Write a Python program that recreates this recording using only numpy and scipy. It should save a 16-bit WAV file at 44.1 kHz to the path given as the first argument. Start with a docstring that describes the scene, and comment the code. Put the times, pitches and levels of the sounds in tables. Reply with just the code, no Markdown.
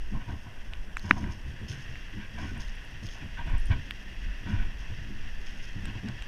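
"""On a wet pebble beach at night, one microphone sits in the closed housing of a small carried camera.
From the start strong wind buffets it, rushes in the cavities and washes broadly; electronics whine faintly.
From 0.1 s filtered noise gives jolts and cloth rubs on the shell, and decaying sines give low thumps of heels.
From 0.7 s noise bursts tick and struck resonances clack as stones, the loudest near 1.1 s with a low thud; from
about 1 s grainy noise grinds as gravel. Peaks clip; a steep low-pass leaves nothing above about 15.4 kHz."""
import sys
import numpy as np
from scipy import signal
from scipy.fft import rfft, irfft
from scipy.io import wavfile
from scipy.ndimage import uniform_filter1d

SR = 44100
rng = np.random.default_rng(int(sys.argv[2]) if len(sys.argv) > 2 else 0)


def put_to_file(sound):
    """Save the sound as 16-bit audio at rate SR, in the file named by the first command-line argument."""
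    columns = np.atleast_2d(sound).T  # one column per channel
    safe = np.clip(columns, -1, 1)
    whole_steps = np.round(safe * 32767)
    wavfile.write(sys.argv[1], SR, whole_steps.astype(np.int16))


N = 276507  # length [samples]

# In the mode tables in Hz, width is that of each of two cascaded resonances before a common 0.98 factor;
# stone modes ring once. Levels of these modes and of the spectra are relative: each noise is scaled to rms 1.

# Slow wind buffeting of the membrane, before gusts: (time [s], level [dB])
BUFFET_LEVEL = [(0.0, -32), (0.17, -28), (0.28, -44), (1.2, -33.5), (1.68, -40.5), (2.79, -33.5),
                (2.85, -40), (3.12, -35), (3.18, -42.5), (3.53, -24), (3.67, -28), (3.7, -22.5),
                (3.82, -39), (4.3, -32.5), (4.4, -40), (4.61, -26), (4.73, -38), (5.69, -35.5),
                (5.73, -33.5), (6.08, -41), (6.2, -38), (6.27, -38.5)]
# Spectrum of the buffeting: (frequency [Hz], relative density [dB per Hz])
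BUFFET_SPECTRUM = [(8, 6), (15, -2.5), (26, -2.5), (40, -6.5), (60, -13), (120, -59)]
GUST_SPREAD_DB, GUSTS_PER_S = 1.8, 9
# Wind rushing in the cavities: (time [s], level [dB])
RUSH_LEVEL = [(0, -54.5), (.9, -56.5), (1.34, -54.5), (1.8, -49), (2.3, -50.5), (4.0, -50), (6.27, -49.5)]
# Cavity modes of the housing: (frequency [Hz], width [Hz], relative level [dB])
CAVITY_MODES = [(1838, 510, 3.5), (2015, 150, -21), (2672, 584, 2.5), (3158, 174, -6), (4770, 220, -14),
                (5530, 720, -10), (6400, 340, -29)]
# Spectrum of the air and far surf: (frequency [Hz], relative density [dB per Hz])
WASH_SPECTRUM = [(100, -8), (200, 2), (300, -1.5), (500, -3), (1000, -6), (1300, -9), (2300, -22),
                 (4100, -39.5), (7500, -26), (10000, -28.5), (12000, -27.5), (14000, -41), (15000, -38)]
WASH_DB = -57.5  # typical level, before its flicker

# Whines of the electronics, before their wavering: (frequency [Hz], level [dB rms])
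WHINES = [(5846, -81), (8780, -85), (11687, -91), (11719, -86), (14595, -99), (14626, -85), (14655, -94)]

# Jolts from the steps: (time [s], hold [s], swing of the case [dB], rattle of its mount [dB])
JOLTS = [(.13, 0.03, -38, -38), (.21, .03, -40, -52), (.29, 0.052, -37, -44), (.465, 0.0098, -40.5, -46),
         (1.05, 0.1, -37, -40.5), (1.17, .13, -36, -38.5), (1.46, 0.083, -39.5, -55),
         (1.62, 0.016, -36.5, -41.5), (1.7, 0.024, -33, -46.5), (1.78, 0.023, -40, -54),
         (1.9, 0.0044, -37, -51), (2.15, 0.026, -38.5, -41.5), (2.355, 0.061, -39, -43),
         (2.415, .04, -35, -40), (2.52, 0.065, -41, -45.5), (2.95, .005, -44, -62),
         (3.03, 0.018, -39, -48.5), (3.22, 0.053, -41, -48), (3.39, .005, -39, -47),
         (3.47, 0.065, -38.5, -48), (3.703, .03, -30, -39), (3.76, .01, -32.5, -47),
         (4.42, 0.026, -42.5, -54), (4.47, 0.069, -36.5, -37), (4.59, 0.083, -40.5, -46.5),
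         (4.91, 0.0046, -38, -66), (4.99, 0.0057, -39, -58), (5.1, 0.026, -46, -45.5),
         (5.767, 0.0035, -36.5, -41.5), (5.83, .01, -47, -46), (5.877, 0.016, -36.5, -42),
         (5.963, .005, -39, -42.5), (6.045, 0.038, -37.5, -37)]
# Modes of the swinging case: (frequency [Hz], width [Hz], relative level [dB])
CASE_MODES = [(77.6, 35, -2.5), (98, 34.8, -1.5), (121, 56, -9)]
# Modes of the rattling mount: (frequency [Hz], width [Hz], relative level [dB])
MOUNT_MODES = [(201.2, 61, 2.5), (254.4, 46, -5), (297, 53, -14.5), (410, 1100, -16.5)]
JOLT_ATTACK_S, JOLT_RELEASE_S = 0.009, 0.032
SWING_REST_DB, RATTLE_REST_DB = -50.5, -55.5

# Cloth slipping on the shell: (time [s], hold [s], low panels [dB], high panels [dB])
SLIPS = [(.14, 0.021, -49, -54), (.21, 0.011, -54, -52), (.29, 0.037, -48.5, -51.5),
         (.47, 0.0041, -53.5, -61), (.73, 0.0032, -55, -52), (1.05, 0.085, -49.5, -49.5),
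         (1.165, 0.012, -46, -51), (1.22, 0.086, -53, -51.5), (1.73, 0.0041, -57, -53),
         (2.19, 0.054, -60, -49.5), (2.385, 0.066, -48, -47), (2.48, .03, -69, -51), (2.56, .005, -54, -53),
         (2.6, 0.0045, -55.5, -56), (3.16, 0.0074, -53, -56), (3.22, .005, -55, -50),
         (3.38, 0.033, -49.5, -45.5), (3.475, 0.073, -48.5, -47), (3.712, 0.011, -42.5, -39.5),
         (4.47, 0.12, -52.5, -46.5), (4.6, 0.028, -51.5, -47), (4.7, 0.0041, -57, -62),
         (4.82, 0.0045, -54, -57), (4.89, .005, -56, -60), (5.88, 0.0054, -55, -50),
         (5.958, .002, -50, -61), (6.08, 0.015, -49.5, -49.5)]
# Modes of the low shell panels: (frequency [Hz], width [Hz], relative level [dB])
LOW_PANEL_MODES = [(664, 122, -5.5), (728, 160, -3), (967, 89, 3), (1059, 57, -1.5)]
# Modes of the high shell panels: (frequency [Hz], width [Hz], relative level [dB])
HIGH_PANEL_MODES = [(1499, 27, 0), (1571, 174, 6.5), (1920, 200, 2.5), (2360, 510, 4), (2820, 450, 1),
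                    (3270, 190, -9)]
SLIP_ATTACK_S, SLIP_RELEASE_S = 0.007, 0.027
LOW_REST_DB, HIGH_REST_DB = -69, -61.5

# Low thumps of heels, and the low thud under the loudest clack:
# (time [s], peak [dB], ring [Hz], 60 dB decay time [s])
THUMPS = [(0.15, -26, 115, 0.054), (1.1086, -16, 264, 0.015), (1.256, -29.5, 107.4, 0.18),
          (3.536, -21, 70, 0.059), (3.701, -16, 87, 0.086), (4.532, -22, 97, 0.15),
          (5.764, -31.5, 170, 0.035), (5.874, -31.5, 117, 0.094), (4.26, -34, 73, 0.059),
          (6.078, -36, 130, 0.32)]

# Small treble ticks: (time [s], peak [dB], ring [Hz])
TICKS = [(0.7342, -52, 8090), (0.9695, -38.5, 7700), (2.578, -48, 9240), (2.6668, -63, 8770),
         (2.7536, -53, 9720), (2.8484, -55, 9960), (2.9098, -58, 10000), (3.4695, -57, 8770),
         (3.5, -52, 8690), (3.5817, -45, 8900), (3.5987, -48, 9650), (3.6564, -42.5, 9100),
         (3.6684, -47, 9600), (3.696, -58, 8860), (5.855, -41, 8200), (6.0854, -49, 7650),
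         (6.223, -47, 7650)]

# Stone clacks: (time [s], peak [dB], ring [Hz], crack relative to the peak [dB],
# rebound delay [s], rebound relative to the first touch [dB])
CLACKS = [(0.7353, -24.5, 2720, -31, 0.0008, -26), (0.969, -19, 1860, -22, 0.00078, 3.5),
          (.995, -35, 4600, -8, 0.00048, 2), (1.1096, 1.2, 1820, -28, .00079, 7.5),
          (1.241, -30.5, 2030, -24, 0.00055, 9), (1.718, -31.5, 2860, -25, 0.00035, -7),
          (1.9557, -30.5, 2120, -21, 0.00053, 12), (2.499, -48, 4700, -20, .0005, 6),
          (2.619, -36, 4500, -17, 0.00058, 1), (2.679, -42, 4000, -18, .0005, 1),
          (3.036, -47, 4900, -20, .0005, 1), (3.113, -39, 4800, -20, 0.00057, 1),
          (3.067, -34, 4800, -14, 0.00061, 3), (3.088, -33, 3120, -20, 0.00063, 1),
          (3.715, -28, 2340, -32, 0.00125, 0), (3.9084, -18, 2640, -18, 0.00059, 9),
          (5.469, -36, 2650, -24, 0.00037, 2), (5.8551, -29.5, 2480, -17, 0.0002, 4),
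          (6.086, -34, 4650, -14, 0.0006, 12), (6.2228, -27.5, 2800, -28, 0.00044, 13)]
# Modes of a stone: (share of the ring frequency [ratio], width as share of the mode frequency [ratio],
# level before weighting by share / width [dB])
STONE_MODES = [(.135, 0.79, -57), (.85, 0.077, -27.5), (1.03, 0.24, 28.5), (1.28, 0.089, 2),
               (2.03, 0.092, 1), (2.7, 0.11, -5)]

# Gravel grinding under a boot: (time [s], hold [s], level [dB])
CRUNCHES = [(.98, 0.11, -58.5), (1.1, .005, -54.5), (1.17, 0.029, -56), (1.31, 0.012, -56.5),
            (1.69, 0.011, -48), (1.75, 0.067, -59.5), (1.9, .005, -58), (2.0, .005, -64), (2.32, .01, -65),
            (2.39, 0.098, -57), (2.603, 0.012, -51.5), (2.68, 0.0092, -59), (3.034, .1, -54.5),
            (3.61, .02, -62), (3.67, .005, -61), (4.49, 0.016, -56.5), (4.79, .005, -61),
            (5.41, 0.018, -61.5), (5.468, 0.0062, -53.5), (5.57, .002, -58), (5.63, 0.027, -57.5),
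            (5.71, 0.043, -64), (6.09, .005, -64), (6.23, .01, -68)]
# Modes of the gravel: (frequency [Hz], width [Hz], relative level [dB])
GRAVEL_MODES = [(3080, 880, 6), (4960, 1500, -1), (5400, 1070, 7.5), (6130, 520, 3), (8030, 3000, -3.5),
                (9630, 540, -11), (11700, 4800, -13)]
CRUNCH_ATTACK_S, CRUNCH_RELEASE_S, CRUNCH_REST_DB = 0.005, 0.042, -67.5

TOP_HZ = 15400  # upper edge of the sound


def undb(db):
    """Gain of a level in dB."""
    return 10 ** (np.asarray(db) / 20)


def unit(x):
    """Scaled to rms 1."""
    return x / np.sqrt(np.mean(x ** 2))


def level_curve(table):
    """Gain at every sample, interpolated in dB between the points of a table."""
    s, db = np.transpose(table)
    return undb(np.interp(np.arange(N) / SR, s, db))


def ring(x, hz, width):
    """Two-pole resonance, gain 1 at the centre."""
    hz = min(hz, SR / 2.2)
    b, a = signal.iirpeak(hz, hz / max(width, 1), fs=SR)
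    return signal.lfilter(b, a, x)


def ring_twice(x, hz, width):
    """Two equal resonances in a row, for steeper skirts."""
    return ring(ring(x, hz, width), hz, width)


def walk(rate):
    """Random levels held 1 / rate s, then smoothed twice over that time; rms 1."""
    k = int(SR / rate)
    held = rng.standard_normal(1024)[np.arange(N) // k % 1024]
    return unit(uniform_filter1d(uniform_filter1d(held, k), k))


def coloured(points):
    """Steady noise with a given spectrum, rms 1."""
    hz, db = np.transpose(points)
    f = np.maximum(np.fft.rfftfreq(N, 1 / SR), 1)
    gain = undb(np.interp(np.log(f), np.log(hz), db, left=-80, right=-80))
    return unit(irfft(rfft(rng.standard_normal(N)) * gain, N))


def flickering_noise(spread_db, rate):
    """White noise whose level wanders at random."""
    return rng.standard_normal(N) * undb(spread_db * walk(rate))


def grains(rate, spread_db):
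    """Random small impacts, most faint and a few strong; rms 1."""
    hit = rng.random(N) < rate / SR
    size = rng.exponential(1, N)
    sign = np.sign(rng.standard_normal(N))
    return unit(hit * sign * undb(spread_db * np.minimum(size, 3.5)))


def body(drive, modes, flicker_db, rate):
    """A drive through steep resonances, each flickering on its own; rms 1."""
    out = np.zeros(N)
    for hz, width, db in modes:
        tone = unit(ring_twice(drive, hz, 0.98 * width))
        out += undb(db + flicker_db * walk(rate)) * tone
    return unit(out)


def bursts(table, attack_s, release_s, rest_db):
    """Gains of each dB column: rows swell up to their time, hold and die away over a restless resting level."""
    s, hold_s, *columns = np.transpose(table)[:, :, None]
    t = np.arange(0, N, 64) / SR  # coarse steps, interpolated below
    swell = -0.5 * (np.minimum(t - s, 0) / attack_s) ** 2
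    decay = -np.maximum(t - s - hold_s, 0) / release_s
    shape = np.exp(swell + decay)
    gains = []
    for db, rest in zip(columns, rest_db):
        coarse_power = np.sum((undb(db) * shape) ** 2, axis=0)
        power = np.interp(np.arange(N) / SR, t, coarse_power)
        gains.append(np.sqrt(power + undb(rest + 1.4 * walk(13)) ** 2))
    return gains


def add(out, s, sound, peak_db):
    """Lays a short sound in at time s, its peak scaled to peak_db."""
    i = int(s * SR)
    piece = sound[:N - i]
    out[i:i + len(piece)] += undb(peak_db) * piece / np.abs(sound).max()


def wind_buffeting():
    """Slow pressure swings on the membrane: low noise that gusts at random."""
    gusts = undb(GUST_SPREAD_DB * walk(GUSTS_PER_S))
    return level_curve(BUFFET_LEVEL) * gusts * coloured(BUFFET_SPECTRUM)


def cavity_rush():
    """Eddies, as unsteady noise with small impacts, sound the resonances of the cavities."""
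    eddies = flickering_noise(1.6, 40) + 0.88 * grains(1500, 0.31)
    return level_curve(RUSH_LEVEL) * body(eddies, CAVITY_MODES, 0.19, 25.5)


def air_and_surf_wash():
    """The broad wash of air and far surf: coloured noise with a slight flicker."""
    return undb(WASH_DB + 0.5 * walk(45)) * coloured(WASH_SPECTRUM)


def electronics():
    """Thin sine whines, each wavering in level."""
    t = np.arange(N) / SR
    out = np.zeros(N)
    for hz, db in WHINES:
        gain = np.sqrt(2) * undb(db + 1.4 * walk(9.1))  # root 2 turns rms into amplitude
        out += gain * np.sin(2 * np.pi * hz * t)
    return out


def case_jolts():
    """Jolts from the steps drive the low modes of the case and the rattle of its mount."""
    swing, rattle = bursts(JOLTS, JOLT_ATTACK_S, JOLT_RELEASE_S, (SWING_REST_DB, RATTLE_REST_DB))
    shaking = flickering_noise(1.5, 30)
    return swing * body(shaking, CASE_MODES, 0.91, 4) + rattle * body(shaking, MOUNT_MODES, 0.57, 34)


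def cloth_slips():
    """Cloth slipping on the shell, as noise and grains, excites its low and high panels."""
    low, high = bursts(SLIPS, SLIP_ATTACK_S, SLIP_RELEASE_S, (LOW_REST_DB, HIGH_REST_DB))
    friction = flickering_noise(1.6, 90) + 0.9 * grains(700, 2.0)
    return low * body(friction, LOW_PANEL_MODES, 1.2, 35) + high * body(friction, HIGH_PANEL_MODES, 1.5, 35)


def low_thumps():
    """Low thumps of heels, and the thud under the loudest clack: decaying sines with a weaker overtone."""
    out, t = np.zeros(N), np.arange(SR // 3) / SR
    for s, peak_db, hz, t60 in THUMPS:
        rise = 1 - np.exp(-t / 0.0054)
        decay = np.exp(-np.log(1000) * t / t60)
        tone = np.sin(2 * np.pi * hz * t) + 0.086 * np.sin(2 * np.pi * 2.8 * hz * t)
        add(out, s, rise * decay * tone, peak_db)
    return out


def treble_ticks():
    """Tiny bright ticks: a noise burst of a millisecond or two in two high modes."""
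    out = np.zeros(N)
    for s, peak_db, hz in TICKS:
        burst = rng.standard_normal(512) * np.exp(-np.arange(512) / (0.0014 * SR))
        tick = ring_twice(burst, hz, 2100) + 0.15 * ring_twice(burst, 1.54 * hz, 1800)
        add(out, s, tick, peak_db)
    return out


def stone_clacks():
    """A touch and a rebound ring the stone for a few cycles; a bare crack rides on the rebound."""
    out, t = np.zeros(N), np.arange(1024) / SR
    for s, peak_db, hz, crack_db, rebound_s, rebound_db in CLACKS:
        contact_s = 0.16 / hz  # hard small stones touch briefly and ring high
        first = np.exp(-0.5 * ((t - 3 * contact_s) / contact_s) ** 2)
        rebound = np.exp(-0.5 * ((t - rebound_s - 3 * contact_s) / contact_s) ** 2)
        touch = -first - undb(rebound_db) * rebound
        tone = np.zeros(len(t))
        for share, width, db in STONE_MODES:
            mode_hz = share * hz
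            tone += undb(db) * share / width * ring(touch, mode_hz, width * mode_hz)
        add(out, s, tone, peak_db)
        crack = rng.standard_normal(64) * np.exp(-np.arange(64) / 9)
        add(out, s + 1.4 * rebound_s, ring(crack, 6500, 9000), peak_db + crack_db)
    return out


def gravel_crunches():
    """Gravel grinding under the boots: unsteady noise and many small impacts ring the pebbles."""
    (crunch,) = bursts(CRUNCHES, CRUNCH_ATTACK_S, CRUNCH_RELEASE_S, (CRUNCH_REST_DB,))
    grinding = flickering_noise(2.5, 90) + 1.6 * grains(500, 3.5)
    return crunch * body(grinding, GRAVEL_MODES, 0.5, 30)


def scene():
    """All sources summed at the single microphone."""
    air = wind_buffeting() + cavity_rush() + air_and_surf_wash()
    handling = case_jolts() + cloth_slips() + low_thumps()
    beach = stone_clacks() + gravel_crunches()
    return (air + electronics() + handling + treble_ticks() + beach)[None]


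def record(dry):
    """Peaks clip at full scale and a steep low-pass leaves nothing above about 15.4 kHz."""
    low_pass = signal.ellip(8, 0.2, 70, TOP_HZ, fs=SR, output="sos")
    return signal.sosfilt(low_pass, np.clip(dry, -1, 1))


dry = scene()
out = record(dry)
put_to_file(out)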